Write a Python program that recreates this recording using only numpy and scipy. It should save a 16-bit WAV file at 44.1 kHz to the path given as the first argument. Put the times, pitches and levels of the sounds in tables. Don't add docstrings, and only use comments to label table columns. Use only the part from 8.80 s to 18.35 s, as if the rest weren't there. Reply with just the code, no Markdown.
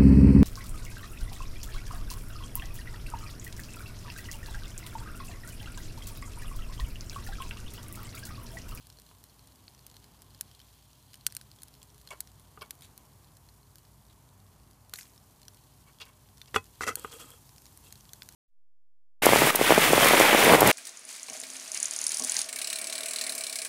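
import sys
import numpy as np
from scipy import signal
from scipy.fft import rfft, irfft
from scipy.io import wavfile
from scipy.ndimage import uniform_filter1d

SR = 44100
rng = np.random.default_rng(int(sys.argv[2]) if len(sys.argv) > 2 else 0)


def inscribe(sig):
    pcm = np.round(np.clip(np.atleast_2d(sig).T, -1, 1) * 32767)
    wavfile.write(sys.argv[1], SR, pcm.astype(np.int16))


def volts(x):
    e = np.asarray(x, float) / 20
    return 10 ** e


N = 421141


def evened(x):
    return x / np.sqrt(np.mean(x ** 2) + 1e-20)


def add(mix, s, sound):
    part = mix[round(s * SR):][:len(sound)]
    part += sound[:len(part)]


def coloured(x, points):
    hz, db = np.transpose(points)
    bins = np.fft.rfftfreq(len(x), 1 / SR)
    gain_db = np.interp(np.log(bins + 1), np.log(hz + 1), db)
    return irfft(rfft(x) * volts(gain_db), len(x))


def resonate(x, hz, width_hz):
    r = np.exp(-np.pi * width_hz / SR)
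    poles = [1, -2 * r * np.cos(2 * np.pi * hz / SR), r * r]
    return (1 - r * r) / 2 * signal.lfilter([1, 0, -1], poles, x)


def wander(rate_hz):
    steps = rng.standard_normal(int(N / SR * rate_hz) + 2)
    return evened(np.interp(np.arange(N) / SR * rate_hz, np.arange(len(steps)), steps))


def flutter(size, depth_db, samples):
    return volts(depth_db * evened(uniform_filter1d(rng.standard_normal(size), int(samples))))


def rings(modes, t, spread_db):
    out = np.zeros(len(t))
    for hz, db, t60_s in modes:
        level_luck, pitch_luck = rng.standard_normal(2)
        fade = volts(db + spread_db * level_luck - 60 * t / t60_s)
        out += fade * np.sin(2 * np.pi * hz * (1 + 0.0053 * pitch_luck) * t)
    return out


# (frequency [Hz], level [dB])
SPLIT_SPECTRUM = [(500, -64), (1100, -62), (1500, -8.5), (2500, -11), (3200, -9.5), (4400, -5.5),
                  (6600, -3.5), (9100, 2), (14000, -2), (17000, 0.5)]
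# (frequency [Hz], level [dB], t60 [s])
DOME_MODES = [(1510, -16, 0.02), (3280, -15.5, 0.0064), (4294, -16.5, 0.034), (9300, -17, 0.012)]


def snap(hz, bright_db):
    t = np.maximum(np.arange(1024) / SR - 0.001, 0)
    split = np.minimum(t / 0.00065, 1) * volts(-60 * np.maximum(t - 0.0007, 0) / 0.0034)
    echoes = volts(-15 - 60 * t / 0.029) * (t > 0)
    spectrum = rfft(rng.standard_normal(1024) * (split + echoes))
    even = irfft(spectrum / np.sqrt(uniform_filter1d(abs(spectrum) ** 2, size=60)))
    tilt = [(5000, 0.012), (8000, 0.7 * (bright_db + 6))]
    burst = coloured(coloured(even, SPLIT_SPECTRUM), tilt)
    ring_db = 6 - 0.36 * (bright_db + 12)
    burst = burst + volts(ring_db) * resonate(burst, hz, 0.035 * hz)
    burst = burst / abs(burst).max()
    dome_db = -11.5 - 0.33 * (bright_db + 22.5)
    return burst + volts(dome_db) * rings(DOME_MODES, t, 3)


# (time [s], peak [dB], chip pitch [Hz], share above 7 kHz [dB])
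SNAPS = [(0.439, -33, 4200, -9), (1.065, -29.5, 4360, -7.5), (1.4193, -32, 4160, -8),
         (1.6095, -14.5, 11000, -8.5), (2.3413, -33, 2970, -21), (2.4654, -7, 8800, -15),
         (2.523, -31.5, 9100, -20), (2.5496, -26, 9300, -6), (2.5661, -17, 8840, -13),
         (2.6119, -32, 9940, -25), (2.8192, -30.5, 4250, -12), (2.8322, -26, 10200, -8),
         (3.4045, -14, 10900, -5.5), (3.9071, -19, 11400, -18), (4.1768, -30.5, 12400, -8),
         (0.8796, -37.5, 4240, -48), (6.1368, -18, 4160, -15), (6.1578, -28, 4400, -18),
         (6.1912, -33, 2280, -18), (6.21, -31.5, 2350, -27), (6.6813, -30, 5960, -23),
         (7.6151, -32, 3560, -34), (8.1547, -6.5, 8430, 1.5), (8.195, -26, 7950, -4),
         (8.5036, -32, 12900, -4), (8.9735, -33, 10350, -4), (9.1244, -27, 6500, -11.5),
         (9.3327, -24.5, 6300, -15.5), (9.42, -26.5, 3450, -32.5), (9.4881, -27, 6400, -17.5)]
# (time [s], peak [dB])
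LARGE_TICKS = [(1.713, -39.5), (1.8004, -39), (1.815, -42), (1.884, -45), (1.986, -45), (2.5084, -40),
               (2.7863, -44), (3.017, -39), (3.2882, -39), (4.021, -41), (7.1856, -42), (7.4874, -46),
               (7.6575, -39.5), (7.9553, -44), (9.0688, -39), (9.1057, -41), (9.2528, -40.5), (9.2913, -40)]
MEDIUM_TICKS = [(0.1, -35.5), (.171, -45), (0.186, -39), (.2643, -39.5), (0.2894, -43), (.4963, -46),
                (0.5923, -38.5), (0.721, -44), (.9911, -40), (1.1413, -42), (1.1662, -34.5),
                (1.2413, -39.5), (1.505, -45), (1.5464, -38.5), (1.679, -47), (1.7482, -40.5),
                (1.7923, -39), (2.3324, -35), (2.4094, -41), (2.7144, -36.5), (2.9394, -38), (2.9504, -40),
                (3.2733, -33), (4.4442, -43), (4.6878, -40.5), (4.83, -49.5), (5.05, -45), (6.2539, -44),
                (6.63, -40), (9.1548, -36)]
SMALL_TICKS = [(.1251, -41), (.9472, -41.5), (1.0987, -41), (1.113, -38), (2.1306, -44), (2.501, -40),
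               (3.101, -44), (3.4726, -34.5), (6.2302, -37), (6.3773, -40), (6.6161, -39), (6.6522, -41),
               (7.5722, -40.5), (7.58, -39.5), (7.8554, -44), (8.6914, -37.5), (8.761, -41), (8.781, -33.5),
               (8.855, -35), (8.8642, -37.5), (9.176, -40), (9.207, -37.5)]
TINY_TICKS = [(.0687, -35.5), (.1979, -34), (.2179, -36.5), (.6724, -35), (2.3544, -39), (2.373, -44),
              (2.7608, -44), (2.882, -37), (3.0287, -33.5), (3.1444, -43), (3.1794, -37), (3.2133, -40),
              (3.516, -40), (3.5963, -39.5), (3.9521, -38), (4.008, -37), (4.0527, -38), (4.5687, -37),
              (4.956, -34.5), (4.9828, -38), (5.9105, -40.5), (6.0946, -36), (7.253, -38.5),
              (6.7448, -38.5), (6.7697, -40), (7.8411, -40), (8.819, -37.5), (9.431, -33), (9.5232, -37),
              (9.534, -42)]
# (pitch [Hz], pitch spread [0-1], share above 7 kHz [dB])
CHIPS = [
    (3280, .03, -27.5),
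    (4220, 0, -24),
    (6500, 0.11, -23),
    (10400, 0.19, -16),
]
# (frequency [Hz], level [dB])
THIN = [(2200, -3.5), (3200, -1)]


def coals():
    loud, ticking = np.zeros((2, N))
    lead_s = 0.0004
    for s, db, hz, bright_db in SNAPS:
        add(loud, s - lead_s, volts(db - 0.5) * snap(hz, bright_db))

    tables = (LARGE_TICKS, MEDIUM_TICKS, SMALL_TICKS, TINY_TICKS)
    for table, (hz, spread, bright_db) in zip(tables, CHIPS):
        for s, db in table:
            chip_hz = hz * np.exp(spread * rng.uniform(-1.7, 1.7))
            add(ticking, s - lead_s, volts(db - 1.5) * snap(chip_hz, bright_db))

    s, _, lively_db = np.transpose(SIZZLE)
    ticks_per_s = 160 * volts(1.1 * np.interp(np.arange(N) / SR, s, lively_db))
    level_db = -56.5 + 2.8 * np.minimum(rng.exponential(1, N), 3) + np.zeros(N)
    excess = (level_db + 56.5) / 2.8
    ticks = (rng.random(N) < ticks_per_s / SR) * volts(-56.5 + 2.8 * excess)
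    kind = rng.integers(0, 12, N)
    for k, hz in enumerate(np.geomspace(2900, 7000, 12)):
        ticking += signal.oaconvolve(ticks * (kind == k), snap(hz, -22 + 1.2 * k))[:N]
    return loud + coloured(ticking, THIN)


# (time [s], sizzle [dB], liveliness [dB])
SIZZLE = [(0, -65.5, 2), (.56, -66, 0), (1.3, -68, 2.5), (2.44, -67, 2), (3.4, -66.5, -1), (4.3, -66, -3),
          (5.98, -68.5, -6), (6.3, -65.5, -2.5), (7.36, -67, -2.5), (8, -63, 2), (8.6, -62, -3.5),
          (9.55, -62, 0)]
# (frequency [Hz], density [dB per Hz])
FIZZ = [(880, -34), (1500, -10), (2770, -11), (4160, -5), (6430, -0.5), (12600, 0), (15400, -4.5),
        (16000, -30.5)]


def sizzle():
    s, fizz_db, lively_db = np.transpose(SIZZLE)
    t = np.arange(N) / SR
    high, low = rng.standard_normal((2, N)) * volts([0.98 * wander(150), 2 * wander(60)])
    dome = resonate(low, 3260, 700) + volts(-2.5) * resonate(low, 4060, 400)
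    fizz = volts(np.interp(t, s, fizz_db)) * evened(coloured(high, FIZZ))
    return fizz + volts(np.interp(t, s, lively_db) - 72.5) * evened(dome)


# (frequency [Hz], level [dB], t60 [s])
PAN_MODES = [(94, -1.5, 0.13), (250, -13.5, 0.061), (434, 2, 0.04), (436, -24.5, 0.071), (802, -6.5, 0.044),
             (1026, -12, 0.067), (1230, 0.5, 0.023), (1436, -3, 0.033), (1920, -2, 0.014),
             (2350, -19, 0.052), (2565, -11.5, 0.058), (2834, 3, 0.013), (3390, -5, 0.034),
             (4400, -17.5, 0.034)]


def knock(db, hz, bright_db, t60_s):
    t = np.arange(5000) / SR
    modes = []
    for mode_hz, mode_db, mode_t60_s in PAN_MODES:
        treble_db = (bright_db + 1.5) * (mode_hz > 2450)
        off_db = 4.94 * abs(np.log2(mode_hz / hz))
        modes.append((mode_hz, mode_db + treble_db - off_db, mode_t60_s * t60_s / 0.052))
    spot = [(hz, -1, 0.5 * t60_s), (0.903 * hz, -6, 0.45 * t60_s)]
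    sound = rings(modes, t, 1.5) + rings(spot, t, 1)
    sound = sound * np.minimum(t / 0.00034, 1)
    return volts(db) * sound / abs(sound).max()


def shake(slips, resonances):
    out = np.zeros(len(slips))
    for hz, width_hz, db in resonances:
        puffs = slips * flutter(len(slips), 3.6, 500)
        narrowed = resonate(resonate(puffs, hz, 1.94 * width_hz), hz, 1.17 * width_hz)
        out += volts(db) * narrowed / np.sqrt(width_hz)
    return evened(out)


def drag(stroke, shaken, rough_db, swell_db, grit_db, follow, escape):
    start_s, rise_s, t60_s, peak_db, rim_db = stroke
    t = np.arange(11000) / SR
    fade_db = np.where(t < rise_s, swell_db * (1 - t / rise_s), 60 * (t - rise_s) / t60_s)
    slips = rng.standard_normal(len(t)) * flutter(len(t), rough_db, 120)
    kept_db = escape * fade_db
    part_db = (0, rim_db + kept_db, grit_db + follow * rim_db + kept_db)
    sound = np.zeros(len(t))
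    for part, db in zip(shaken, part_db):
        sound += volts(peak_db - fade_db + db) * shake(slips, part)
    ends = np.clip(np.minimum(t / 0.0011, 20 * (t[-1] - t)), 0, 1)
    return start_s, sound * ends


# (time [s], peak [dB], loudest pitch [Hz], share above 2.5 kHz [dB], t60 [s])
KNOCKS = [(0.187, -54, 400, -9, 0.073), (0.312, -47, 1050, 2, 0.041), (3.306, -46, 2100, 12, 0.096),
          (3.774, -39, 1190, -5, 0.084), (6.135, -32, 1650, -12, 0.042), (7.204, -41, 2260, 3, 0.073),
          (7.216, -32, 3800, 4, 0.093), (7.744, -15.5, 1920, 1, 0.017), (7.76, -9, 1320, 2.5, 0.084),
          (8.008, -18, 1430, -16, 0.038), (8.021, -27, 1300, -18, 0.022), (8.034, -20, 1950, -15, 0.055),
          (8.076, -19.5, 1340, -4, 0.027), (8.085, -25, 1940, -9, 0.084), (8.171, -39, 465, -4, 0.025),
          (8.246, -24, 1230, -5, 0.06), (8.327, -37, 3300, -15, 0.051), (8.405, -43.5, 2800, -5, 0.14)]
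# (start [s], rise [s], t60 [s], body peak [dB], rim over body [dB])
DRAGS = [
    (7.741, 0.022, 0.035, -30.5, -7),
    (7.761, 0.0015, 0.085, -27, -8),
    (8.007, 0.026, 0.14, -34.5, -5),
    (8.066, 0.025, 0.11, -29, -5.5),
]
NUDGES = [
    (3.304, 0.014, 0.11, -40, -3),
    (3.81, 0.016, 0.092, -44.5, -3),
    (7.06, .04, 0.042, -61, -3),
    (7.2, 0.017, 0.13, -51.5, 8.5),
    (7.258, .006, 0.15, -54.5, -5),
    (7.28, 0.01, 0.13, -58, -2),
    (7.675, 0.0079, 0.07, -58.5, 2),
]
SLIDES = [
    (8.166, 0.0055, 0.8, -52, -2),
    (8.238, 0.011, 0.12, -45, -10),
    (8.311, 0.027, 0.36, -49.5, -1.5),
    (8.394, 0.0045, 0.38, -49.5, -0.5),
    (8.471, 0.069, 0.14, -58.5, -2.5),
    (9.029, .02, .5, -67, 5),
]
CRUMBLES = [
    (4.02, 0.0085, 0.22, -60.5, 6.5),
    (5.296, 0.0087, 0.12, -72, 13),
    (6.14, .004, 0.53, -54.5, -1.5),
    (6.186, .004, 0.15, -55, -9),
]
# (frequency [Hz], width [Hz], level [dB])
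DRAGGED = [
    [(326, 194, 0), (448, 40, 3.5), (1330, 160, 6), (2010, 110, 4), (1300, 650, -15)],
    [(2654, 85, -0.5), (3300, 130, -2), (4230, 5000, 4.5)],
    [(5900, 120, -7), (6500, 3500, -8.5), (8800, 8300, -7.5)],
]
NUDGED = [
    [(440, 41, -11.5), (610, 84, -13.5), (1085, 150, -7.5), (1300, 530, -9), (2240, 43, -12.5)],
    [(2800, 180, -3.5), (3300, 450, -3.5), (4200, 2050, -1.5)],
    [(6500, 4300, 9), (9800, 6700, 4)],
]
SLID = [
    [(297, 110, -4), (475, 50, 2), (1260, 100, -3.5), (960, 770, 2)],
    [(2800, 260, -9), (3300, 210, -4.5), (3900, 2100, -5)],
    [(5300, 4400, -2), (7800, 1600, -4.5), (8700, 11000, 5)],
]
CRUMBLED = [
    [(2180, 1200, -1)],
    [(3350, 1700, 1), (3750, 790, -7), (4400, 130, -12)],
    [(6300, 3500, -1.5), (10300, 7300, -0.5)],
]
# (roughness [dB], swell to peak [dB], grit over body [dB],
# share of rim gain grit follows [1], share of fade rim and grit escape [1])
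STROKES = [
    (2, 6, -4.5, 0.85, -.2),
    (2, 7, -4.5, 0.052, -0.3),
    (1.5, 10, 3, 0.89, 0.2),
    (3.5, -1, 8, -0.27, -0.0074),
]


def pan():
    out = np.zeros(N)
    for s, *blow in KNOCKS:
        add(out, s + 0.000914, knock(*blow))
    tables = (DRAGS, NUDGES, SLIDES, CRUMBLES)
    for table, shaken, rule in zip(tables, (DRAGGED, NUDGED, SLID, CRUMBLED), STROKES):
        for stroke in table:
            add(out, *drag(stroke, shaken, *rule))
    return coloured(out, [(14800, -1), (15600, -41)])


# (frequency [Hz], level [dB])
YARD = [(15, -38), (25, -13.5), (64, -2.5), (112, -3.5), (146, -3), (178, -8.5), (405, -16), (494, -18.5),
        (616, -19), (695, -16), (816, -15.5), (1040, -14), (1320, -22), (1820, -26), (3000, -31.5),
        (3900, -64), (6600, -120)]
# (frequency [Hz], width [Hz], level [dB])
HUM = [(96.5, 11.7, -67), (129.7, 8.7, -69.5), (204, 2.3, -78.5), (264.1, 5, -80), (415, 2.5, -83),
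       (610, 12, -83)]


def yard():
    wash_db = -58 - 4.5 + 0.91 * wander(1.47)
    out = volts(wash_db) * evened(coloured(rng.standard_normal(N), YARD))
    machine_hz = 55.1 + 1.8 * wander(8)
    out += volts(-62.5 + 1.5 * wander(6)) * np.sin(2 * np.pi * np.cumsum(machine_hz) / SR)
    for hz, width_hz, db in HUM:
        line = resonate(resonate(rng.standard_normal(N), hz, width_hz), hz, width_hz)
        out += volts(db) * evened(line)
    return out


def scene():
    return (coals() + sizzle() + pan() + yard())[None]


def top_cut(x):
    return signal.sosfilt(signal.butter(12, 16520, fs=SR, output="sos"), x)


# (frequency [Hz], level [dB])
EDGE = [(25, -6), (48, -6), (60, 0.5), (15150, -0.5), (15450, -57), (15900, -28), (16450, -35)]


def record(dry):
    return top_cut(coloured(dry[0], EDGE)[None])


dry = scene()
out = record(dry)
inscribe(out)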